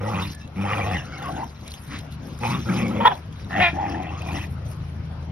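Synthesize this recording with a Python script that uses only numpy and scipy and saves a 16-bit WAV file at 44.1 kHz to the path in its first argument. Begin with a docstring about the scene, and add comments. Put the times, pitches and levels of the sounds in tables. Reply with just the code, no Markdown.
"""Sandy yard, close to a hand-held stereo microphone: young dogs growl, whine, yap, bark and scuffle.
Vocal fold pulses and breath puffs strike chest, throat and mouth resonances; whines are nasal air.
Paws scrape and skid on sand (grainy noise), amid dry snaps and faint ticks (short noise bursts).
An engine idles behind: firing orders over a broad roar. A wall throws the voices back."""
import sys
import numpy as np
from scipy import signal
from scipy.fft import rfft, irfft
from scipy.io import wavfile
from scipy.ndimage import uniform_filter1d

SR = 44100
rng = np.random.default_rng(int(sys.argv[2]) if len(sys.argv) > 2 else 0)


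def generate_wav(sig):
    """Save sig (samples, or channels by samples) to the path in sys.argv[1] as 16-bit PCM at SR."""
    pcm = np.round(np.clip(np.atleast_2d(sig).T, -1, 1) * 32767).astype(np.int16)
    wavfile.write(sys.argv[1], SR, pcm)


N = 234225

IDLE = [(0.0, 25.52, -40, -39), (1.5, 24.83, -42.5, -39.5), (2.2, 25.15, -39, -35.5),
        (3.3, 25.84, -39.5, -37), (3.9, 26.29, -34.5, -35), (5.31, 27.09, -32.5, -36)]  # t/s, firing cycle f/Hz, orders level/dB, roar level/dB
ENGINE_ORDERS = [(2, -23), (3, -0.5), (4, -9), (5, -7.5), (6, -6)]  # multiple of the cycle, level/dB
ROAR_SPECTRUM = [(15, -37), (25, -6), (57, -8), (94, 1.5), (165, -4), (214, -7.5), (385, -19), (711, -21),
                 (1440, -25), (1740, -30.5), (2540, -31.5), (5800, -43.5), (7000, -60), (9100, -95),
                 (15400, -120)]  # f/Hz, level/dB
ROAR_COHERENCE = [(60, 1), (170, 1), (400, .8), (700, .4), (1500, .3), (4400, -.2)]  # f/Hz, L-R correlation
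ROAR_BALANCE = [(60, -0.5), (180, 4), (510, 7.5), (1490, 4), (4360, -1)]  # f/Hz, L-R/dB

SCRAPES = [(.0, 0.27, -46.5, -3.5), (0.175, 0.2, -44, 0), (0.367, 0.12, -51.5, -27),
           (0.551, 0.54, -49.5, 1), (0.786, 0.37, -47, -18), (1.11, 0.12, -46.5, -26),
           (1.17, 0.35, -48.5, -5.5), (1.448, 0.25, -51.5, -12), (1.637, 0.17, -47.5, -1),
           (1.747, 0.2, -58, 9), (1.885, 0.23, -56.5, 4), (2.104, 0.063, -52, 3), (2.2, 0.28, -55, 0.5),
           (2.389, 0.27, -41, -1.5), (2.618, 0.34, -43, -3.5), (2.847, 0.46, -52, -0.5),
           (3.303, 0.19, -54, -13), (3.482, 0.33, -45.5, -9), (3.795, 0.25, -51, -18),
           (4.095, 0.22, -50.5, -20), (4.23, 0.21, -51.5, 1), (4.333, 0.16, -44.5, -2),
           (4.483, 0.084, -63, 14), (4.645, 0.14, -55.5, 6.5), (4.75, 0.21, -62.5, 2)]  # paw strokes: t/s, length/s, sand level/dB, grit re sand/dB
SAND_SPECTRUM = [(700, -20.5), (2000, -0.5), (3400, 1), (3900, 2.5), (4450, -2.5), (5000, -3), (5600, -0.5),
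                 (6400, -4.5), (7000, -15)]  # f/Hz, level/dB
GRIT_SPECTRUM = [(7000, -10), (9000, 2), (12000, 6), (13500, -3)]  # f/Hz, level/dB
SNAPS = [(0.349, -39, 8750), (0.476, -45.5, 3840), (1.055, -45, 5800), (1.181, -46, 10500),
         (1.2254, -40, 3600), (1.258, -43, 10500), (1.4426, -45, 3800), (1.6104, -49, 4620),
         (1.6786, -33.5, 4160), (1.7074, -42, 10100), (1.718, -36, 4300), (1.739, -34, 3350),
         (1.7514, -42, 3540), (1.9894, -37, 4030), (2.123, -43, 3980), (2.3775, -48, 5000),
         (2.389, -38, 1350), (2.49, -41, 6000), (2.8813, -40.5, 5270), (3.154, -44, 3300),
         (3.326, -46.5, 3355), (3.446, -48, 3890), (3.898, -42, 5000), (4.0306, -44, 3660),
         (4.219, -39.5, 3320), (4.2736, -43, 5000)]  # dry snaps and faint short ticks: t/s, level/dB, f/Hz
SKID = [(1.87, -57.5, 1100), (1.92, -37.5, 880), (1.96, -36, 1480), (2.02, -51.5, 3000)]  # hiss of a sliding paw: t/s, level/dB, f/Hz
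SKID_THUD = (224, 187, 1.2)  # ground boom: f/Hz, width/Hz, level re hiss/dB

# One curve per growl: t/s, pitch f/Hz, then level/dB of hum, chest, mouth 1, mouth 4
GROWLS = [
    [(0, 90.86, -31.5, -34, -38, -45), (.1, 116.1, -32, -31.5, -33.5, -55),
     (.16, 92.75, -34.5, -27, -34, -40.5), (.22, 100.4, -30.5, -28.5, -37.5, -40),
     (.26, 92.8, -35.5, -33, -53, -47), (.32, 90.6, -40, -35, -63, -54)],
    [(.55, 95.27, -49, -34, -57, -47), (.6, 99.9, -33, -27.5, -41, -46),
     (.7, 103.5, -25.5, -36, -32, -33.5), (.8, 106.8, -35.5, -29.5, -32.5, -39),
     (.89, 103.9, -28, -33, -35.5, -40.5), (.95, 86.5, -28.5, -26.5, -37.5, -36.5),
     (.995, 80.5, -35, -35, -44, -41.5), (1.06, 77, -47, -50, -46, -57)],
    [(1.04, 139.4, -57, -47, -49.5, -61), (1.16, 137.6, -47.5, -42, -45, -54),
     (1.27, 136.1, -56, -41, -39, -44.5), (1.33, 138, -52, -34.5, -40, -63),
     (1.4, 134.4, -68, -35.5, -36.5, -48.5), (1.48, 121.9, -43, -44, -50, -67)],
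    [(2.4, 118, -53, -42, -51, -43), (2.425, 118, -42, -31, -35.5, -48), (2.435, 119.9, -31, -33, -30, -36),
     (2.49, 121.5, -29, -29, -41, -42), (2.55, 125.1, -39, -25.5, -36.5, -36.5),
     (2.59, 122.2, -55, -24, -49, -51), (2.64, 117, -27, -40, -71, -61)],
    [(2.65, 112.2, -27, -31, -43.5, -52), (2.68, 115.8, -29, -29, -41.5, -50),
     (2.692, 119.2, -47, -20.5, -36.5, -41.5), (2.75, 120.8, -36, -23.5, -39, -44),
     (2.8, 118.3, -34, -20.5, -39.5, -35.5), (2.9, 112.9, -45, -24.5, -43.5, -49.5),
     (2.97, 108.2, -31, -24, -41.5, -40.5), (3.05, 100, -48, -28, -49, -43)],
    [(3.495, 84.2, -49, -49, -42, -55), (3.53, 89.47, -47, -35.5, -34, -46.5),
     (3.575, 99.15, -33.5, -27, -24, -37), (3.605, 98.5, -29.5, -26.5, -26, -30.5),
     (3.645, 92, -40, -36, -45, -45)],
    [(3.72, 93.3, -40.5, -31.5, -44, -71), (3.79, 91.75, -38, -41, -30.5, -46),
     (3.95, 91.7, -59, -33.5, -34.5, -47), (4.05, 91.85, -58, -41.5, -44, -44.5),
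     (4.14, 93, -39, -43.5, -39.5, -49.5), (4.235, 92, -38, -55, -58, -49)],
    [(4.22, 92.44, -42, -56, -43, -62), (4.28, 91.95, -48, -39, -40.5, -50.5),
     (4.36, 91.34, -35, -34, -36, -39), (4.46, 92.8, -49, -47.5, -58, -46.5)],
]
# One row per growl: roughness 0-1, clear onset/s, upper chest re chest/dB, mouth L-R/dB,
# then (start, end) pairs: chest f/Hz, throat re mouth 1/dB, mouth 1 f/Hz, mouth 2 f/Hz,
# mouth 2 re 1/dB, mouth 3 f/Hz, mouth 4 f/Hz, mouth 3 re 4/dB
GROWL_MANNER = [(.55, .12, -9.5, -2.5, (180, 160), (1.1, -2.5), (825, 916), (1250, 1060), (-10, 8.3),
                (1900, 1960), (2200, 2980), (2.2, -3)), (.52, .11, -8.5, -1, (192, 155), (-2, -4),
                (824, 750), (1280, 1060), (0.73, -9), (2040, 1770), (2290, 2820), (-5.5, 3)),
                (.6, 0.031, -2.5, 0, (202, 214), (-1.6, -13.5), (750, 767), (1335, 1510), (2.3, -9.5),
                (2050, 1900), (2980, 2510), (0.5, 2.3)), (0.51, .05, -11.5, -1.5, (188, 186), (-1.8, -15),
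                (854, 1010), (940, 1280), (-5, 8.2), (1970, 2100), (2410, 2600), (-2, -10)),
                (0.66, .02, -10.5, -1, (177, 205), (-0.5, 12.2), (840, 750), (1385, 820), (1.1, -2),
                (1940, 2150), (2430, 2450), (-3.5, -2)), (0.5, .02, -7.5, -0.5, (190, 193), (-18, -26),
                (805, 640), (1290, 1350), (-6, -30), (1810, 1960), (2660, 2500), (14.3, 3.9)),
                (.68, 0.0084, 1.5, 0.5, (193, 174), (-14, -18), (795, 783), (660, 1160), (-23, -1.7),
                (1820, 2080), (2500, 2550), (10.4, -6.5)), (0.64, .02, -1, 0.5, (196, 203), (-20, -19),
                (730, 745), (930, 930), (-1.4, -2), (1930, 1990), (2570, 2580), (-3.5, 1))]
GROWL_WIDTHS_HZ = [112, 129, 233, 264, 314]  # throat, mouth 1-4: width/Hz
RASP = (1103, 620, 0)  # broad band between resonances: f/Hz, width/Hz, level re mean of mouth 2 and 3/dB
UPPER_THROAT = [(3190, 320, -9), (5900, 2100, -20.5), (10600, 3000, -21.5)]  # resonances: f/Hz, width/Hz, level re mouth 4/dB
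RINGS = [(.03, 0.091, 1840, 2060, -46), (.125, 0.05, 2420, 2480, -41), (.17, 0.07, 1170, 1224, -38),
         (0.214, 0.046, 3650, 3670, -40), (0.246, 0.033, 2400, 2500, -45), (0.638, 0.033, 830, 820, -31.5),
         (0.688, 0.061, 1310, 1120, -35), (.715, 0.037, 2830, 2820, -37), (0.802, 0.043, 2353, 2370, -33),
         (0.828, 0.14, 754, 730, -32), (.93, 0.052, 2000, 1870, -32), (1.229, 0.084, 1175, 1050, -33.5),
         (1.26, 0.073, 686, 724, -36.5), (1.347, 0.11, 744, 964, -30), (2.423, 0.11, 785, 1010, -32.5),
         (2.432, 0.047, 2370, 2540, -36), (2.5, 0.044, 1940, 2320, -41), (2.537, 0.026, 3640, 3680, -39),
         (2.681, 0.041, 1545, 1520, -38), (2.77, 0.039, 2570, 2440, -35.5), (2.823, 0.064, 2360, 2140, -38),
         (2.898, 0.051, 1250, 1450, -41), (3.764, 0.12, 856, 800, -29.5), (3.868, 0.25, 810, 740, -37),
         (4.121, 0.094, 1080, 1180, -43.5), (4.235, .1, 2470, 2430, -43)]  # brief mouth resonances: t/s, length/s, start f/Hz, end f/Hz, level/dB
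WHINES = [(0.311, 0.16, 1720, 1755, -54), (0.395, 0.086, 2670, 2680, -54), (1.116, 0.078, 2270, 2110, -44)]  # nasal whistles: t/s, length/s, start f/Hz, end f/Hz, level/dB

# Call curves: t/s, level/dB, pitch f/Hz, roughness 0-1, mouth opening (factor on resonance f)
YAP = [(3.0, -21.5, 448.3, 0.55, 0.87), (3.014, -23, 466.8, 0.9, 1.01), (3.031, -31, 462.4, 0.7, 1.0),
       (3.049, -20, 459.5, 0.7, 0.963), (3.054, -8, 461.3, 0.45, 0.95), (3.069, -10, 499.8, 0.43, 1.017),
       (3.079, -10, 449, 0.9, 1.027), (3.094, -29, 424.6, 0.9, 0.68), (3.102, -29.5, 398.3, 0.6, 0.75),
       (3.12, -20, 394, 0.45, 0.91), (3.14, -36, 375, 0.6, 0.65), (3.201, -51, 353, 1, 0.87)]
BARK = [(3.59, -35, 322.6, 0.34, 1.14), (3.602, -18, 340.5, 0.37, 0.82), (3.616, -16.5, 366.4, .22, 1),
        (3.635, -15.5, 354.2, 0.25, 1.043), (3.66, -15.5, 349.3, 0.21, 1), (3.687, -22, 338.5, 0.21, 0.986),
        (3.705, -32, 340, 0.67, 1.05), (3.723, -48, 340, 0.84, 0.57)]
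# Their resonances: f/Hz, width/Hz, level/dB
YAP_THROAT = [(710, 290, -11), (950, 238, 3), (1363, 120, -8.5), (1814, 310, -8.5), (2470, 160, -16),
              (3270, 360, -11), (12200, 1400, -24.5)]
BARK_THROAT = [(803, 214, 3.5), (1140, 67, -20), (1395, 70, -10), (1914, 260, 2), (2420, 270, 3),
               (3300, 340, -8), (3580, 270, -11.5), (4600, 1600, -42), (9400, 3000, -31)]
CALL_PANS_DB = [-1.5, 0]  # yap, bark: L-R/dB

WALL_ECHOES = [(.05, -25)]  # delay/s, level/dB
YARD_SPECTRUM = [(200, -40), (500, 0), (3000, 0), (8000, -14)]  # echo and tail: f/Hz, level/dB
PORT_PHASE = [(600, -1.1), (900, -1.23), (1300, -0.67), (1980, 0.5), (2500, -1.38), (3600, -1.5),
              (4300, -2), (5300, 0.5), (7000, 3), (9000, 4), (12500, 8)]  # microphone ports: f/Hz, left lead/rad
PORT_BALANCE = [(60, 0), (200, 1.5), (350, 6.5), (800, 1.5), (12000, -0.5)]  # f/Hz, L-R/dB
# Overall tone colour (bass cut, dull gap near 8 kHz, little above 13 kHz): f/Hz, level/dB
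TONE_COLOUR = [(20, -20), (45, -2.5), (70, -1.5), (6300, 1), (6950, 3.5), (7300, -17), (8100, -13),
               (8600, -1.5), (9200, -1.5), (12600, -11), (13300, -8.5), (13700, -36), (15000, -49)]


def gain_of(db):
    return 10 ** (np.asarray(db) / 20)


def pan(left_right_db):
    return gain_of([[left_right_db / 2], [-left_right_db / 2]])


def unit_rms(x):
    return x / np.sqrt(np.mean(x ** 2) + 1e-20)


def lookup(points, hz):
    """Table value at hz, on a log axis."""
    table_hz, value = np.transpose(points)
    return np.interp(np.log(hz + 1), np.log(table_hz + 1), value)


def follow(rows):
    """Start time and per-sample columns of a curve."""
    times_s, *columns = np.transpose(rows)
    t = np.arange(times_s[0], min(times_s[-1], N / SR), 1 / SR)
    return times_s[0], [np.interp(t, times_s, column) for column in columns]


def add(mix, start_s, sound):
    part = mix[..., round(start_s * SR):][..., :sound.shape[-1]]
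    part += sound[..., :part.shape[-1]]


def resonate(x, hz, width_hz):
    """Gliding resonance: shift to 0 Hz, smooth twice, shift back."""
    carrier = np.exp(2j * np.pi * np.cumsum(hz * np.ones(len(x))) / SR)
    pole = np.exp(-np.pi * width_hz / SR)
    smoothed = signal.lfilter([(1 - pole) ** 2], [1, -2 * pole, pole * pole], x * carrier.conj())
    return 2 * (carrier * smoothed).real


def colour(x, spectrum):
    hz = np.fft.rfftfreq(x.shape[-1], 1 / SR)
    return irfft(rfft(x) * gain_of(lookup(spectrum, hz)), x.shape[-1])


def wander(n, span_samples):
    """Slow random drift, rms 1."""
    span = int(span_samples)
    return unit_rms(uniform_filter1d(uniform_filter1d(rng.standard_normal(n), span), span))


def patches(shape, bins, frames):
    """Random time-frequency blotches, rms 1."""
    return unit_rms(uniform_filter1d(uniform_filter1d(rng.standard_normal(shape), bins, 0), frames, 1))


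def engine_roar():
    """Broad, patchy noise; L and R alike in the bass."""
    hz = np.fft.rfftfreq(1024, 1 / SR)[:, None]
    shape = (2, len(hz), N // 256 + 5)
    left, independent = rng.standard_normal(shape) + 1j * rng.standard_normal(shape)
    coherence = lookup(ROAR_COHERENCE, hz)
    right = coherence * left + np.sqrt(1 - coherence ** 2) * independent
    level_db = lookup(ROAR_SPECTRUM, hz) + 2.3 * patches(left.shape, bins=10, frames=12)
    side_db = lookup(ROAR_BALANCE, hz) / 2
    spectra = np.array([left, right]) * gain_of([level_db + side_db, level_db - side_db])
    return unit_rms(signal.istft(spectra, nperseg=1024, noverlap=768)[1][:, :N])


def engine():
    """Wavering orders of the firing cycle, L and R in phase, slightly louder left, over the roar."""
    cycle_hz, orders_db, roar_db = (np.pad(curve, (0, N), "edge")[:N] for curve in follow(IDLE)[1])
    turns = np.cumsum(cycle_hz * (1 + 0.011 * wander(N, 2750))) / SR
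    orders = sum(gain_of(db + 1.77 * wander(N, 2100)) * np.cos(2 * np.pi * (order * turns + rng.random()))
                 for order, db in ENGINE_ORDERS)
    return np.sqrt(2) * gain_of(orders_db) * orders * pan(2) + gain_of(roar_db) * engine_roar()


def sand_grains():
    """Spiky noise; patches of about 30 ms by 1 kHz swell and fade."""
    spikes = rng.standard_normal((3, N)) * gain_of(2.8 * np.minimum(rng.exponential(1, N), 7))
    grains = spikes[0] + 0.5 * spikes[1:]  # common part plus one per side
    spectra = signal.stft(grains, nperseg=256, noverlap=128)[2]
    spectra *= gain_of(4 * patches(spectra.shape[1:], bins=6, frames=10))
    return signal.istft(spectra, nperseg=256, noverlap=128)[1][:, :N]


def scrapes(sand_floor_db=-67.5, grit_floor_db=-67, skew=0.77):
    """Sand and fine grit hiss in clumps under the paws, over a constant faint shuffle."""
    powers = np.ones((2, N)) * gain_of([[sand_floor_db], [grit_floor_db]]) ** 2
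    for start_s, length_s, db, grit_db in SCRAPES:
        stroke = np.sin(np.pi * np.linspace(0, 1, int(length_s * SR)) ** skew)  # peaks early
        add(powers, start_s, (gain_of([[db], [db + grit_db]]) * stroke) ** 2)
    shared_db = 1.6 * wander(N, 1100)
    grains = sand_grains()
    hiss = np.zeros((2, N))
    for power, spectrum in zip(powers, (SAND_SPECTRUM, GRIT_SPECTRUM)):
        clumps = gain_of(shared_db + 1.3 * wander(N, 230) + 0.48 * wander(N, 900))
        hiss += np.sqrt(power) * unit_rms(colour(clumps * grains, spectrum))
    return hiss


def folds(hz, jitter):
    """Running count of jittered vocal fold cycles."""
    detune = np.clip(jitter * wander(len(hz), SR / hz.mean() / 2), -.7, .7)
    return np.cumsum(hz * (1 + detune)) / SR


def rattle(turns, rough, hz, width_hz, uneven_db, shift, puff_cycles):
    """Resonance struck each cycle by a pulse and a noise puff; strength and centre vary per cycle."""
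    cycle = turns.astype(int)
    noise, strength, detune = rng.standard_normal((len(turns), 3)).T
    pulses = unit_rms(np.diff(cycle, prepend=0))
    puffs = unit_rms((.2 + np.exp(-(turns % 1) / puff_cycles)) * noise)
    cycle_gain = gain_of(uneven_db * rough * np.clip(strength[cycle], -2, 2))
    drive = cycle_gain * ((1 - rough) * pulses + rough * puffs)
    centre_hz = hz * (1 + shift * uniform_filter1d(detune[cycle], size=60))
    return unit_rms(resonate(drive, centre_hz, width_hz))


def growl(rows, rough, clear_s, upper_db, pan_db, *pairs, break_up_s=.03):
    """Slow fold pulses hum and rattle chest, throat and mouth; the voice breaks up after its onset."""
    start_s, (pitch_hz, hum_db, chest_db, db1, db4) = follow(rows)
    n = len(pitch_hz)
    glides = (np.linspace(*pair, n) for pair in pairs)
    chest_hz, throat_db, hz1, hz2, over2_db, hz3, hz4, over3_db = glides
    broken = .4 + .6 * np.clip((np.arange(n) / SR - clear_s) / break_up_s, 0, 1)
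    turns = folds(pitch_hz, jitter=.17 * rough * broken)
    hum = -np.sqrt(2) * np.sin(2 * np.pi * turns)  # pressure falls as the folds shut
    hum *= gain_of(hum_db + 3.1 * broken * wander(n, 580))
    lower = rattle(turns, .4 * broken, chest_hz, width_hz=63.5, uneven_db=1.1, shift=.0095, puff_cycles=.35)
    upper = rattle(turns, .38 * broken, hz=296.7, width_hz=77, uneven_db=6, shift=.017, puff_cycles=.2)
    chest = gain_of(chest_db) * (lower + gain_of(upper_db) * upper)
    throat_hz, db2, db3 = 518, db1 + over2_db, db4 + over3_db
    bands = list(zip((throat_hz, hz1, hz2, hz3, hz4), GROWL_WIDTHS_HZ,
                     (db1 + throat_db, db1, db2, db3, db4)))
    rasp_hz, rasp_width_hz, rasp_db = RASP
    bands += [(rasp_hz, rasp_width_hz, (db2 + db3) / 2 + rasp_db)]
    bands += [(hz * hz4 / hz4.mean(), width_hz, db4 + db) for hz, width_hz, db in UPPER_THROAT]
    mouth = sum(gain_of(db + wander(n, 1000))
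                * rattle(turns, rough, hz, width_hz, uneven_db=4.5, shift=.043, puff_cycles=1)
                for hz, width_hz, db in bands)
    voice = hum + chest + pan(pan_db) * (mouth + rings(start_s, turns))
    return start_s, voice * signal.windows.tukey(n, 800 / n)


def rings(growl_s, turns):
    """Single mouth resonances stand out briefly, driven by the growl's fold pulses."""
    out = np.zeros(len(turns))
    for start_s, length_s, from_hz, to_hz, db in RINGS:
        part = turns[max(round((start_s - growl_s) * SR), 0):][:int(length_s * SR)]
        if start_s >= growl_s and len(part) > 100:
            ring = rattle(part - part[0] // 1, rough=.56, hz=np.linspace(from_hz, to_hz, len(part)),
                          width_hz=132, uneven_db=1.6, shift=.014, puff_cycles=.73)
            add(out, start_s - growl_s, gain_of(db) * ring * signal.windows.tukey(len(part), .6))
    return out


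def whine(start_s, length_s, from_hz, to_hz, db):
    """Air through the nose: a fuzzy whistle."""
    hz = np.linspace(from_hz, to_hz, int(length_s * SR))
    whistle = unit_rms(resonate(rng.standard_normal(len(hz)), hz, width_hz=93))
    return start_s, gain_of(db) * whistle * signal.windows.tukey(len(hz), .6)


def snap(start_s, db, hz, t60_s=0.023):
    """Dry snap or faint tick: bright noise plus one resonance, fast decay."""
    t = np.arange(2500) / SR
    noise = rng.standard_normal(len(t))
    crack = unit_rms(resonate(noise, hz, width_hz=810)) + 1.56 * np.diff(noise, prepend=0)
    return start_s, gain_of(db - 60 * t / t60_s) * crack


def skid():
    """A paw slides: the hiss rises, the ground booms."""
    start_s, (db, hz) = follow(SKID)
    thud_hz, thud_width_hz, thud_db = SKID_THUD
    rub = rng.standard_normal(len(hz))
    hiss = unit_rms(resonate(rub, hz, width_hz=3200))
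    thud = gain_of(thud_db) * unit_rms(resonate(rub, thud_hz, thud_width_hz))
    return start_s, gain_of(db) * (hiss + thud) * signal.windows.tukey(len(hz), .2)


def bark(rows, throat, pan_db, flutter_hz=51.9):
    """Fast fold pulses through an open throat; resonances rise and brighten as the mouth widens."""
    start_s, (effort_db, pitch_hz, rough, opening) = follow(rows)
    n = len(pitch_hz)
    turns = folds(pitch_hz, jitter=.04 * rough)
    tilt_db_per_octave = 12 * (opening - 1)
    voice = sum(gain_of(db + tilt_db_per_octave * np.log2(hz / throat[0][0]))
                * rattle(turns, rough, hz * opening, width_hz, uneven_db=1.2, shift=.027, puff_cycles=.19)
                for hz, width_hz, db in throat)
    throb_db = np.cos(2 * np.pi * flutter_hz * np.arange(n) / SR)  # slower flutter of the folds
    envelope = gain_of(effort_db + throb_db) * signal.windows.tukey(n, .08)
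    return start_s, envelope * unit_rms(voice) * pan(pan_db)


def yard(x, t60_s=.18, tail_db=-12):
    """Adds a wall echo and a short diffuse tail, separate tail taps per side."""
    t = np.arange(SR // 2) / SR
    taps = rng.standard_normal((2, len(t))) * (rng.random((2, len(t))) < .05)
    tail = taps * gain_of(-60 * t / t60_s) * (t > .004)
    tail *= gain_of(tail_db) / np.linalg.norm(tail[0])
    for delay_s, db in WALL_ECHOES:
        add(tail, delay_s, gain_of(db) * rng.standard_normal(60) / np.sqrt(60))
    return x + signal.fftconvolve(x.mean(0)[None], colour(tail, YARD_SPECTRUM), axes=1)[:, :N]


def ports(x):
    """Near sounds reach the two microphone ports with unequal phase and level."""
    hz = np.fft.rfftfreq(N, 1 / SR)
    lead_rad = lookup(PORT_PHASE, hz) * np.minimum(hz / PORT_PHASE[0][0], 1)  # long waves arrive in step
    left = gain_of(lookup(PORT_BALANCE, hz) / 2) * np.exp(.5j * lead_rad)
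    return irfft(rfft(x) * np.array([left, 1 / left]), N)


def scene():
    """Dogs and paws near, engine behind."""
    scuffle = scrapes()
    dogs = np.zeros((2, N))
    for rows, manner in zip(GROWLS, GROWL_MANNER):
        add(dogs, *growl(rows, *manner))
    for row in WHINES:
        add(dogs, *whine(*row))
    for row in SNAPS:
        add(scuffle, *snap(*row))
    add(scuffle, *skid())
    for call in zip((YAP, BARK), (YAP_THROAT, BARK_THROAT), CALL_PANS_DB):
        add(dogs, *bark(*call))
    return engine() + ports(yard(dogs) + scuffle)


def record(dry):
    """Soft saturation, overall tone colour, 15.8 kHz band limit."""
    saturated = 1.1 * np.tanh(dry / 1.1)
    lowpass = signal.firwin(511, 15800, window=("kaiser", 9), fs=SR)
    return signal.oaconvolve(colour(saturated, TONE_COLOUR), lowpass[None], "same")


dry = scene()
out = record(dry)
generate_wav(out)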